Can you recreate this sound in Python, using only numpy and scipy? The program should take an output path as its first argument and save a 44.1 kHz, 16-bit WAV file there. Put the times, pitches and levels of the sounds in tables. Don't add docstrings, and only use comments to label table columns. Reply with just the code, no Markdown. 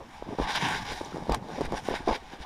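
import sys
import numpy as np
from scipy import signal
from scipy.fft import rfft, irfft, next_fast_len
from scipy.io import wavfile
from scipy.ndimage import uniform_filter1d

SR = 44100
rng = np.random.default_rng(int(sys.argv[2]) if len(sys.argv) > 2 else 0)


def makeup_ratio(level_db):
    decades = np.asarray(level_db, float) / 20
    return 10 ** decades


def pcm_store(signal):
    levels = np.round(np.clip(np.atleast_2d(signal), -1, 1) * 32767)
    wavfile.write(sys.argv[1], SR, levels.astype(np.int16).T)


N = 108045

# (time [s], crusty rms level [dB], deep soft rms level [dB])
PACKING_LEVELS = [(0, -43, -56), (0.06, -53.5, -53), (0.12, -72, -57), (0.22, -63, -67), (0.25, -70, -55),
                  (0.262, -46, -44), (0.29, -43, -40), (0.33, -40, -44), (0.355, -48, -48),
                  (0.382, -75, -71), (0.389, -30, -42), (0.41, -33, -38), (0.435, -50, -45),
                  (0.47, -45, -44), (0.53, -48, -53), (0.6, -44.5, -47), (0.625, -46, -37),
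                  (0.665, -44, -34.5), (0.7, -43.5, -38), (0.76, -43.5, -43.5), (0.8, -53, -44),
                  (0.83, -60, -42.5), (0.87, -46, -54), (0.925, -44, -36.5), (0.96, -45, -63),
                  (1.007, -62, -56), (1.015, -60, -33), (1.035, -45.5, -52.5), (1.135, -56, -46),
                  (1.145, -43, -38), (1.19, -44.5, -52), (1.23, -50, -36), (1.26, -51, -53),
                  (1.291, -58, -38), (1.296, -35, -29.5), (1.325, -41, -42), (1.36, -42.5, -43),
                  (1.42, -51.5, -44.5), (1.5, -43, -53), (1.54, -48, -39), (1.578, -40, -60),
                  (1.604, -40, -42), (1.609, -34, -30.5), (1.63, -46, -41.5), (1.66, -50, -43),
                  (1.69, -38.5, -56.5), (1.719, -54, -31), (1.724, -35, -38.5), (1.755, -38, -44),
                  (1.79, -48, -65), (1.83, -52, -44), (1.886, -54, -45), (1.91, -29.5, -46),
                  (1.94, -36, -61), (1.96, -52, -55), (2.005, -49.5, -43), (2.04, -55, -66),
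                  (2.072, -62, -56), (2.082, -29, -36), (2.1, -31, -37), (2.125, -35.5, -43.5),
                  (2.16, -43, -71), (2.2, -60, -68), (2.23, -46.5, -58), (2.28, -77, -55),
                  (2.335, -45.5, -70), (2.37, -58, -60), (2.41, -46.5, -54), (2.45, -65, -66)]
# (time [s], rms level [dB])
RUMBLE_LEVELS = [(0.0, -47), (0.03, -50.5), (0.09, -69), (0.15, -50), (0.23, -52), (0.37, -56), (0.41, -27),
                 (0.44, -31.5), (0.5, -58), (0.59, -42), (0.62, -64), (0.7, -64), (0.77, -39), (0.87, -55),
                 (0.92, -40.5), (1.08, -57), (1.28, -50), (1.31, -26.5), (1.34, -37), (1.4, -58),
                 (1.58, -52), (1.62, -45), (1.68, -36), (1.71, -55), (1.75, -35), (1.86, -68), (1.91, -38),
                 (1.98, -49), (2.12, -35), (2.16, -48.5), (2.37, -58), (2.41, -37), (2.45, -54)]
# (frequency [Hz], gain [dB])
RUMBLE_SPECTRUM = [(10, -2.5), (22, -0.5), (65, -2), (110, -21), (200, -13), (500, -77.5)]
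# (time [s], overall gain [dB], lowest resonances gain [dB], treble gain [dB])
RUB_GAINS = [(0.0, -62, 16, -7), (0.08, -62.5, 2, -6), (0.14, -52.5, 3, -11), (0.25, -57, 6, -12),
             (0.33, -52, 10, -12), (0.375, -54, 4, -12), (0.4, -45, 10, -12), (0.44, -40, 6, -12),
             (0.47, -45, 9, -14), (0.49, -35, 1.5, -12.5), (0.54, -36, 1, -8), (0.56, -29.5, -2.5, -16),
             (0.6, -37.5, 1, -12.5), (0.64, -30, 0.5, -13.5), (0.775, -35, -1, -12), (0.805, -45, 5, -9),
             (0.842, -46, 3, -9), (0.853, -41, 0, -10), (0.93, -38, -3, -11), (0.945, -45, 2, -6),
             (0.99, -46, 1, -6), (1.04, -53, 8.5, -4.5), (1.26, -55, 6, -8.5), (1.29, -50.5, 8, -8),
             (1.32, -42.5, 11, -14), (1.35, -38.5, 13, -11), (1.36, -50.5, 3.5, -4), (1.39, -63, 12.5, -9),
             (1.58, -47.5, 4, -8), (1.6, -51.5, 8, -9), (1.66, -42, 1, -12.5), (1.68, -57.5, 7, -7),
             (1.78, -39, 3, -10), (1.82, -56, 2.5, -4.5), (1.88, -42.5, 1.5, -7.5), (1.93, -41.5, 3, -14.5),
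             (1.96, -35.5, -1, -12), (1.99, -49.5, 1.5, -8), (2.05, -53.5, 6.5, -10),
             (2.072, -45.5, 5, -11), (2.09, -37, 12.5, -16.5), (2.11, -43, 11.5, -13),
             (2.16, -36.5, -5, -12.5), (2.19, -59, 7, -10), (2.31, -55.5, 4.5, -8.5), (2.34, -46, 3, -12),
             (2.38, -60, 2, -9), (2.43, -46.5, -0.5, -12), (2.45, -56, 15.5, -11)]
# (frequency [Hz], width [Hz], gain [dB])
LOWEST_MODES = [(750, 130, -4), (865, 120, 0), (1000, 170, -6), (1190, 170, -9)]
# (frequency [Hz], width [Hz], gain [dB])
MIDDLE_MODES = [(1347, 500, -8.5), (1528, 250, 5), (1832, 305, 0.5), (2227, 284, 2), (2987, 760, -1)]
# (frequency [Hz], width [Hz], gain [dB])
UPPER_MODES = [(3765, 565, 3.5), (5040, 420, -2)]
# (time [s], gain [dB])
UPPER_GAINS = [(0, -9.5), (0.47, -5.5), (0.55, -2), (0.62, -10), (0.97, -3.5), (1.7, -5.5), (2.45, -5.5)]
# (frequency [Hz], width [Hz], gain [dB])
TREBLE_MODES = [(5536, 570, 1), (6910, 440, -8.5), (8860, 1970, -5), (10630, 2300, -17),
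                (12630, 1300, -14.5)]
# (frequency [Hz], gain [dB])
HISS_SPECTRUM = [(100, -5), (1000, 7.5), (4000, -7), (15000, -26)]
# (time [s], thud level [dB], pitch [Hz])
CRUNCH_EVENTS = [(0.225, -23.5, 450), (0.2675, -40, 300), (0.2907, -25.5, 278), (0.327, -24, 296),
                 (0.3867, -19, 434), (0.4, -14, 337), (0.405, -29.5, 330), (0.422, -22.5, 470),
                 (0.6251, -22.5, 320), (0.6623, -27.5, 310), (0.9233, -29.5, 450), (1.0101, -26.5, 480),
                 (1.0135, -23.5, 400), (1.0159, -25, 220), (1.1232, -30, 365), (1.1452, -25, 300),
                 (1.16, -26.5, 450), (1.1696, -24, 440), (1.1816, -29, 400), (1.1837, -25, 385),
                 (1.2253, -31, 450), (1.2287, -34, 400), (1.2702, -29, 450), (1.287, -29, 264),
                 (1.2957, -13, 450), (1.321, -21, 364), (1.503, -30, 520), (1.5832, -27, 388),
                 (1.587, -22.5, 430), (1.6089, -15.5, 406), (1.616, -18, 420), (1.6504, -26.5, 396),
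                 (1.7238, -18, 450), (1.7323, -22, 380), (1.7422, -21, 495), (1.7493, -25, 577),
                 (1.8871, -13.5, 426), (1.907, -29, 330), (1.912, -27, 523), (1.9242, -27, 380),
                 (1.9402, -19.5, 497), (2.0065, -33, 260), (2.0744, -23, 420), (2.0772, -12.5, 450),
                 (2.08, -16, 450), (2.083, -29, 450), (2.0901, -20, 345), (2.0967, -22.5, 574),
                 (2.112, -18.5, 494), (2.1158, -20.5, 480), (2.1266, -24, 473), (2.3372, -31.5, 268)]
# (time [s], rms level at the peak [dB], decay constant [s])
SNAP_EVENTS = [(0.552, -32, 0.0033), (0.5593, -24.5, 0.0021), (0.686, -33.5, 0.004), (0.825, -46, 0.0026),
               (0.9215, -37, 0.004), (1.298, -34.5, 0.001), (1.3218, -25, .0018), (1.3462, -22, .0022),
               (1.61, -39.5, 0.0073), (1.654, -37, 0.0025), (1.722, -35.5, 0.0014)]
# (frequency [Hz], gain [dB])
SNAP_SPECTRUM = [(300, -10), (900, 4), (2300, 1), (5000, -4), (9500, -13), (15000, -24)]
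# (time [s], frequency [Hz], level [dB], decay by 60 dB [s])
TICK_EVENTS = [(1.048, 5900, -27.5, 0.0065), (1.128, 1320, -33, 0.016)]

PACKING_PER_S, PACKING_SPREAD_DB = 700, 3.5
CRUST_HZ, DEEP_HZ = 450, 180.5
RISE_CYCLES, REBOUND_CYCLES = 0.29, 0.39
RUB_PER_S, RUB_SPREAD_DB, RUB_SMOOTH_DB = 5000, 3.3, -1
RUB_PATCHY_DB = 1.2
WAVER_DB, WAVER_PER_S = 2.2, 25
HISS_RMS_DB = -56.5
KNOCKED_HZ, KNOCK_GAIN_DB = 835, 5.5
SNAP_RISE_RATIO = 0.3
TOP_HZ = 15500


def curve(table, column):
    rows = np.array(table, float)
    return np.interp(np.arange(N) / SR, rows[:, 0], rows[:, column])


def unit(x):
    return x / np.sqrt(np.mean(x ** 2))


def colour(x, points):
    size = next_fast_len(len(x))
    hz = np.maximum(np.arange(size // 2 + 1) * SR / size, 1)
    rows = np.array(points, float)
    gain_db = np.interp(np.log(hz), np.log(rows[:, 0]), rows[:, 1])
    return irfft(rfft(x, size) * makeup_ratio(gain_db), size)[:len(x)]


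def ring(x, hz, width_hz):
    return signal.lfilter(*signal.iirpeak(hz, hz / max(width_hz, 20), fs=SR), x)


def walk(per_s):
    hold = int(SR / per_s)
    steps = np.repeat(rng.standard_normal(N // hold + 1), hold)
    return 0.71 * uniform_filter1d(steps, hold)[:N]


def grains(per_s, spread_db):
    chance = rng.random((N, 2)).T
    size = makeup_ratio(-spread_db * np.log(1.03 - chance[1]))
    return (chance[0] < per_s / SR) * size


def add(out, at_s, shape):
    i = int(at_s * SR) - len(shape) // 2
    lo, hi = max(i, 0), min(i + len(shape), N)
    out[lo:hi] += shape[lo - i:hi - i]


def thud(hz):
    cycles = (np.arange(1001) - 500) / SR * hz
    width = np.where(cycles < 0, RISE_CYCLES, REBOUND_CYCLES)
    window = np.exp(-.5 * (cycles / width) ** 2)
    shape = -np.cos(2 * np.pi * cycles) * window
    return shape - window * shape.sum() / window.sum()


def patter(hz, scatter):
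    clicks = grains(PACKING_PER_S, PACKING_SPREAD_DB)
    out = np.zeros(N)
    chance = rng.uniform(-0.86, 1, N)
    for i in np.flatnonzero(clicks):
        add(out, i / SR, clicks[i] * thud(hz * np.exp(scatter * chance[i])))
    return unit(out)


def packing():
    crust = patter(CRUST_HZ, 0.46)
    deep = patter(DEEP_HZ, 0.29)
    return crust * makeup_ratio(curve(PACKING_LEVELS, 1)) + deep * makeup_ratio(curve(PACKING_LEVELS, 2))


def rumble():
    noise = unit(colour(rng.standard_normal(N), RUMBLE_SPECTRUM))
    return noise * makeup_ratio(curve(RUMBLE_LEVELS, 1))


def body(x, modes):
    total = np.zeros(N)
    for k, (hz, width_hz, db) in enumerate(modes):
        gain = (-1) ** k * makeup_ratio(db + WAVER_DB * walk(WAVER_PER_S))
        rung = ring(ring(x, hz, 3 * width_hz), hz, width_hz)
        total += gain * rung / np.sqrt(width_hz)
    return unit(total)


def rub():
    catches = unit(grains(RUB_PER_S, RUB_SPREAD_DB) * rng.standard_normal(N))
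    fibres = catches + makeup_ratio(RUB_SMOOTH_DB) * rng.standard_normal(N)
    fibres = fibres * makeup_ratio(RUB_PATCHY_DB * walk(60))
    lowest = body(fibres, LOWEST_MODES) * makeup_ratio(curve(RUB_GAINS, 2))
    upper = body(fibres, UPPER_MODES) * makeup_ratio(curve(UPPER_GAINS, 1))
    middle = body(fibres, MIDDLE_MODES)
    treble = body(fibres, TREBLE_MODES) * makeup_ratio(curve(RUB_GAINS, 3))
    return (middle - upper + lowest + treble) * makeup_ratio(curve(RUB_GAINS, 1))


def hiss():
    return makeup_ratio(HISS_RMS_DB) * unit(colour(rng.standard_normal(N), HISS_SPECTRUM))


def crunches():
    out, knock = np.zeros(N), np.zeros(N)
    for at_s, db, hz in CRUNCH_EVENTS:
        add(out, at_s, makeup_ratio(db) * thud(hz))
        add(knock, at_s, makeup_ratio(db) * (hz / KNOCKED_HZ) ** 1.48 * thud(KNOCKED_HZ))
    return out + makeup_ratio(KNOCK_GAIN_DB) * ring(knock, KNOCKED_HZ, 680)


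def snaps():
    t = np.arange(N) / SR
    gate = np.zeros(N)
    for at_s, db, decay_s in SNAP_EVENTS:
        slope_s = np.where(t < at_s, SNAP_RISE_RATIO * decay_s, decay_s)
        gate += makeup_ratio(db) * np.exp(-np.abs(t - at_s) / slope_s)
    return gate * unit(colour(rng.standard_normal(N), SNAP_SPECTRUM))


def ticks():
    t = np.arange(N) / SR
    out = np.zeros(N)
    for at_s, hz, db, t60_s in TICK_EVENTS:
        late_s = np.maximum(t - at_s, 0)
        attack = np.minimum(late_s / 0.00063, 1)
        decay = np.exp(-np.log(1000) * late_s / t60_s)
        out += makeup_ratio(db) * np.sin(2 * np.pi * hz * late_s) * decay * attack
    return out


def scene():
    return (packing() + rumble() + rub() + hiss() + crunches() + snaps() + ticks())[None]


def band_limit(x):
    return signal.sosfilt(signal.butter(12, 15700, fs=SR, output="sos"), x)


def record(dry):
    low_pass = signal.ellip(8, .2, 70, TOP_HZ, fs=SR, output="sos")
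    mix = signal.sosfilt(low_pass, dry)
    return band_limit(mix)


dry = scene()
out = record(dry)
pcm_store(out)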